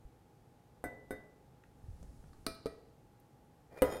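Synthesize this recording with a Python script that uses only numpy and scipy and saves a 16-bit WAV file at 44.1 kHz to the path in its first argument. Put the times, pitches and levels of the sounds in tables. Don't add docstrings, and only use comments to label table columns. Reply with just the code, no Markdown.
import sys
import numpy as np
from scipy import signal
from scipy.fft import rfft, irfft, next_fast_len
from scipy.io import wavfile
from scipy.ndimage import map_coordinates

SR = 44100
rng = np.random.default_rng(int(sys.argv[2]) if len(sys.argv) > 2 else 0)


def wav_record(signal):
    frames = np.transpose(np.atleast_2d(signal))
    bounded = np.clip(frames, -1, 1)
    quanta = np.round(bounded * 32767).astype(np.int16)
    wavfile.write(sys.argv[1], SR, quanta)


N = 176400

# start in seconds, ring in dB, clack in dB, brightness in dB per octave, thud in dB,
# knock pitch in Hz, knock in dB, knock fade in seconds, counter flex in dB, the pitch that the contact
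# point favours in Hz, its boost in dB. A fade time (t60) is how long a sound takes to drop 60 dB.
BOTTLE_TAPS = [(.8402, 0.5, -39.5, -0.5, -43, 714, -47, 0.25, -48.5, 8200, 5.5),
               (1.1076, -0.5, -41.5, -0.5, -44, 519, -44, 0.23, -49, 3675, 10)]
RIM_CLINKS = [(2.4654, 0.5, -30, 0.5, -48.5, 327, -38, 0.074, -42, 1260, 0.64),
              (2.6583, -13, -39, -3.5, -53.5, 449, -28.5, 0.044, -53, 1281, 3.4),
              (2.6655, -12.5, -40.5, -2.5, -56, 465, -43.5, 0.18, -53, 1940, 10.3)]
SET_DOWNS = [(3.8203, 0, -24.5, 0, -32.5, 507.5, -22, 0.12, -33, 2912, 2.4)]
# pitch in Hz, level in dB, fade time in seconds.
BOTTLE_TONES = [(1516, -45.5, 0.16), (1992, -45.5, 0.47), (2260, -60, 0.12), (3675, -71, .36),
                (4230, -71, 0.15), (4980, -69.5, 0.2), (6140, -70, 0.19), (8360, -55.5, 0.079),
                (9360, -51, 0.067), (10480, -55.5, .07), (11300, -57, 0.08), (11800, -60, .1),
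                (12900, -55, .07), (15090, -63, 0.065)]
CUP_TONES = [(657, -39.5, 0.22), (1293, -47.5, 0.34), (1934, -61, 0.38), (2393, -51, 0.34),
             (4030, -52, 0.13), (4550, -58, 0.2), (5012, -62, 0.33), (5170, -65, 0.48), (7960, -77, .15),
             (8870, -55, 0.3), (9297, -57, 0.22), (9900, -63, 0.42), (10680, -66, 0.18), (12910, -58, .16)]
GLASS_TONES = [(987, -37.5, 0.26), (1256, -43, 0.27), (2000, -40, 0.22), (2920, -39.5, 0.053),
               (8400, -38, 0.053), (8900, -43, 0.093), (9860, -43, 0.051), (10770, -46, 0.045),
               (13020, -48, 0.074), (13580, -45, .06), (14600, -45, .03)]
COUNTER_TONES = [(73, -18, 0.23), (139.2, -12, 0.38), (285.3, 1, 0.18), (330.4, -4.5, 0.14),
                 (420.3, 2, 0.21), (515, -3.5, .23), (714, -10, .2)]
# frequency in Hz, relative strength there in dB.
AIR_NOISE = [(25, -16.5), (44, -2), (91, -3.5), (122, 2), (209, -7.5), (240, -5), (378, -10), (509, -9),
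             (570, -15), (830, -14), (960, -20.5), (1170, -21.5), (2500, -30.5), (4870, -34.5),
             (13500, -37.5), (15500, -44)]
POUR_HISS = [(1000, -2), (3000, -11), (5000, -5.5), (7200, -6), (10000, -5), (14000, -17)]
POUR_RUMBLE = [(25, 1), (55, 7.5), (130, -5.5), (300, -10.5), (900, -54.5)]
BOTTLE_CLACK = [(100, 1), (300, 4), (700, 7.5), (1200, -10), (1600, -4), (2300, -26), (3000, -26),
                (6500, -28), (8300, -16), (9700, -23), (12500, -15), (15500, -28)]
CUP_CLACK = [(100, 7.5), (300, 2.5), (800, -20), (1250, 6.5), (1600, -13.5), (2200, -11), (3200, -15.5),
             (4000, -1), (5200, -6), (6800, -23.5), (9200, -8.5), (11500, -14.5), (15500, -21)]
GLASS_CLACK = [(60, -4), (200, -8), (450, 9), (800, -6), (1300, -5), (2000, -21.5), (2600, -21.5),
               (4500, -26), (7300, -32), (8600, -24.5), (12000, -21), (13200, -18), (15500, -27)]
THUD_NOISE = [(30, -34), (100, -10), (200, -9.5), (400, 5.5), (650, -2.5), (1000, -11.5), (2000, -6.5),
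              (4000, -61)]
FLEX_NOISE = [(20, 0), (35, 0), (50, -9), (72, 4), (100, -7), (180, -14), (320, -6), (500, -19),
              (1000, -66)]
RUB_NOISE = [(80, -4), (250, -4), (460, 7), (800, -3.5), (1300, -10.5), (2000, -11), (2700, -30),
             (5000, -26.5), (7500, -34), (9500, -29), (15500, -33)]
# pitch in Hz, relative level in dB.
FAN_TONES = [(134, -3.5), (430, -16.5), (764, -10.5), (825, -3), (883, -11)]
RUB_TONES = [(1270, 1.5), (1986, -1), (2455, -2), (3198, -1.5), (3650, -0.5), (5103, -0.5), (5448, -11),
             (6842, -1), (7080, -15), (8753, -7), (9100, -4), (10869, -11), (11246, -4.5), (13135, -5)]
# start in seconds, level in dB, pitch in Hz.
PLOPS = [(0.051, -41.5, 46.3), (1.839, -41.5, 64), (1.884, -35, 89), (1.901, -38, 45), (1.933, -41, 63.6),
         (2.011, -39, 60.5), (2.024, -48.5, 175), (2.04, -48, 45), (2.089, -46, 64), (2.201, -47, 38),
         (2.24, -49, 148), (2.304, -44.5, 56)]
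# time in seconds, level in dB.
POUR_LEVELS = [(1.6, -100), (1.85, -80), (2.05, -75.5), (2.3, -77.5), (2.5, -79.5), (2.7, -130)]
# start in seconds, level in dB, centre pitch in Hz.
TICKS = [(1.6373, -57.5, 1620), (1.713, -67.5, 1270), (2.028, -61.5, 6860), (2.029, -56.5, 560),
         (2.240, -61, 1150), (2.332, -58, 1160), (2.332, -66.5, 4320), (2.548, -61, 11500),
         (3.2, -65.5, 12100), (3.778, -62, 4900), (3.786, -51.5, 1980), (3.787, -64, 10000)]
# time in seconds, rubbing in dB, singing in dB.
SCRAPE_LEVELS = [(3.68, -92, -105), (3.72, -59.5, -97), (3.79, -53, -75), (3.815, -67, -73),
                 (3.85, -43.5, -56), (3.89, -45.5, -58.5), (3.93, -40.5, -50.5), (3.965, -46, -55),
                 (4.0, -67, -60)]
# time in seconds, level in dB.
RIM_TONE_LEVELS = [(3.70, -92), (3.74, -78), (3.785, -62), (3.82, -62), (3.86, -84), (3.9, -100)]
# frequency in Hz, fade time in seconds.
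ROOM_FADES = [(100, 0.84), (500, 0.79), (2000, 0.51), (4500, 0.63), (9000, 0.34), (15000, 0.24)]


def amp(db):
    return 10 ** (np.asarray(db) / 20)


def unit(x):
    return x / np.sqrt(np.mean(x ** 2) + 1e-20)


def along(points, hz):
    freqs, values = np.transpose(points)
    return np.interp(np.log(hz + 1), np.log(freqs + 1), values)


def gains(rows):
    times, *columns = np.transpose(rows)
    t = np.arange(N) / SR
    return [amp(np.interp(t, times, db)) * (t > times[0]) for db in columns]


def wobble(rate, size=N):
    points = rng.standard_normal(int(size * rate / SR) + 4)
    return map_coordinates(points, [np.arange(size) * rate / SR])


def noise(shape, size):
    hz = np.fft.rfftfreq(size, 1 / SR)
    return unit(irfft(shape(hz) * np.exp(2j * np.pi * rng.random(len(hz))), size))


def coloured(points, size):
    return noise(lambda hz: amp(along(points, hz)), size)


def fade(t60):
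    return amp(-60 * np.arange(SR) / SR / t60)


def add(track, start, sound):
    part = track[round(start * SR):][:len(sound)]
    part += sound[:len(part)]


def sustained(tones, flutter_db, drift):
    t = np.arange(N) / SR
    out = np.zeros(N)
    for hz, db in tones:
        level = amp(db + flutter_db * wobble(70))
        out += level * np.sin(2 * np.pi * hz * t + drift * wobble(120))
    return unit(out)


def ring(tones, scatter_db):
    t = np.arange(SR) / SR
    return sum(amp(db + scatter_db * rng.normal()) * fade(t60) * np.sin(2 * np.pi * hz * t)
               for hz, db, t60 in tones)


def with_echo(sound, echo_db):
    hz, t, spectrum = signal.stft(rng.standard_normal(SR), SR, nperseg=256)
    decay = amp(-60 * t / along(ROOM_FADES, hz)[:, None])
    tail = signal.istft(spectrum * decay, SR, nperseg=256)[1]
    tail = tail[:SR] * (1 - fade(0.049))
    echo = signal.fftconvolve(sound, tail / np.linalg.norm(tail))[:len(sound)]
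    return sound + amp(echo_db) * echo


def ventilation():
    rush = amp(-63.5) * coloured(AIR_NOISE, N)
    hum = amp(-73.5) * sustained(FAN_TONES, flutter_db=0.5, drift=0.34)
    return rush + hum


def oil():
    plops = np.zeros(N)
    for start, db, hz in PLOPS:
        add(plops, start, ring([(hz, db, 0.11)], scatter_db=0.5) * (1 - fade(0.0095)))
    flow, = gains(POUR_LEVELS)
    hiss = coloured(POUR_HISS, N) * amp(0.57 * wobble(73))
    rumble = amp(17) * coloured(POUR_RUMBLE, N)
    return plops + flow * (hiss + rumble)


def chime(tones):
    t = np.arange(SR) / SR
    out = np.zeros(SR)
    for hz, db, t60 in tones:
        phase = 2 * np.pi * hz * t + 0.23 * wobble(152, size=SR)
        twin_ratio = 1 + 0.0037 * (1 + rng.random())
        twin = amp(-18) * np.sin(phase * twin_ratio + 2 * np.pi * rng.random())
        out += amp(db + rng.normal()) * fade(t60) * (np.sin(phase) + twin)
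    return out


def hits(rows, tones, clack_colour, crack_t60, chatter_s, chatter_t60, chatter_db, echo_db):
    out = np.zeros(N)
    fading_s = np.maximum(np.arange(SR) / SR - chatter_s, 0)
    chatter_fade = amp(-60 * fading_s / chatter_t60)
    for (start, ring_db, clack_db, bright, thud_db,
         knock_hz, knock_db, knock_t60, flex_db, spot_hz, boost_db) in rows:
        struck = []
        for hz, db, t60 in tones:
            favour = np.exp(-(np.log2(hz / spot_hz) / 0.075) ** 2)
            struck.append((hz, db + bright * np.log2(hz / 2000) + boost_db * favour, t60))
        ringing = amp(ring_db) * chime(struck)
        burst = noise(lambda hz: amp(along(clack_colour, hz) + bright * np.log2(1 + hz / 1000)), SR)
        chatter = amp(chatter_db + 1.3 * wobble(286, size=SR)) * chatter_fade
        clack = amp(clack_db) * burst * (fade(crack_t60) + chatter)
        counter = ring(COUNTER_TONES, scatter_db=1.5)
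        thud = amp(thud_db) * (counter + amp(-3) * coloured(THUD_NOISE, SR) * fade(0.21))
        knock = ring([(knock_hz, knock_db, knock_t60)], scatter_db=3.5)
        flex = amp(flex_db) * coloured(FLEX_NOISE, SR) * fade(0.23) * (1 - fade(0.022))
        vessel = with_echo(ringing, echo_db=-16.5) + with_echo(clack, echo_db)
        add(out, start, vessel - with_echo(thud + knock, echo_db=-15) + flex)
    return out


def bottle_taps():
    return hits(BOTTLE_TAPS, BOTTLE_TONES, BOTTLE_CLACK,
                crack_t60=0.011, chatter_s=0.02, chatter_t60=0.046, chatter_db=-9, echo_db=-7)


def ticks():
    out = np.zeros(N)
    for start, db, centre_hz in TICKS:
        band = noise(lambda hz: 1 / (1 + (np.log2((hz + 1) / centre_hz) / 0.35) ** 2), SR)
        add(out, start, amp(db) * band * fade(0.028))
    return with_echo(out, echo_db=-11)


def rim_clinks():
    return hits(RIM_CLINKS, CUP_TONES, CUP_CLACK,
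                crack_t60=0.023, chatter_s=0.0029, chatter_t60=0.14, chatter_db=-18, echo_db=-12)


def rim_scrape():
    rub_gain, sing_gain = gains(SCRAPE_LEVELS)
    rim_gain, = gains(RIM_TONE_LEVELS)
    slips = unit(amp(2.2 * wobble(260)))
    singing = sing_gain * slips * sustained(RUB_TONES, flutter_db=3.5, drift=0.51)
    rim_tone = rim_gain * sustained([(2400, 0)], flutter_db=3.0, drift=0.3)
    rubbing = rub_gain * slips * coloured(RUB_NOISE, N)
    return with_echo(rubbing, echo_db=-10.5) + singing + rim_tone


def glass_set_down():
    return hits(SET_DOWNS, GLASS_TONES, GLASS_CLACK,
                crack_t60=0.045, chatter_s=0.024, chatter_t60=0.084, chatter_db=-15, echo_db=-12)


def scene():
    mono = ventilation() + oil() + bottle_taps() + ticks()
    mono += rim_clinks() + rim_scrape() + glass_set_down()
    return np.array([mono, mono])


def record(dry):
    top_hz = 15850
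    size = next_fast_len(N + SR // 2)
    hz = np.fft.rfftfreq(size, 1 / SR)
    return irfft(rfft(dry, size) / np.sqrt(1 + (hz / top_hz) ** 160), size)[:, :N]


dry = scene()
out = record(dry)
wav_record(out)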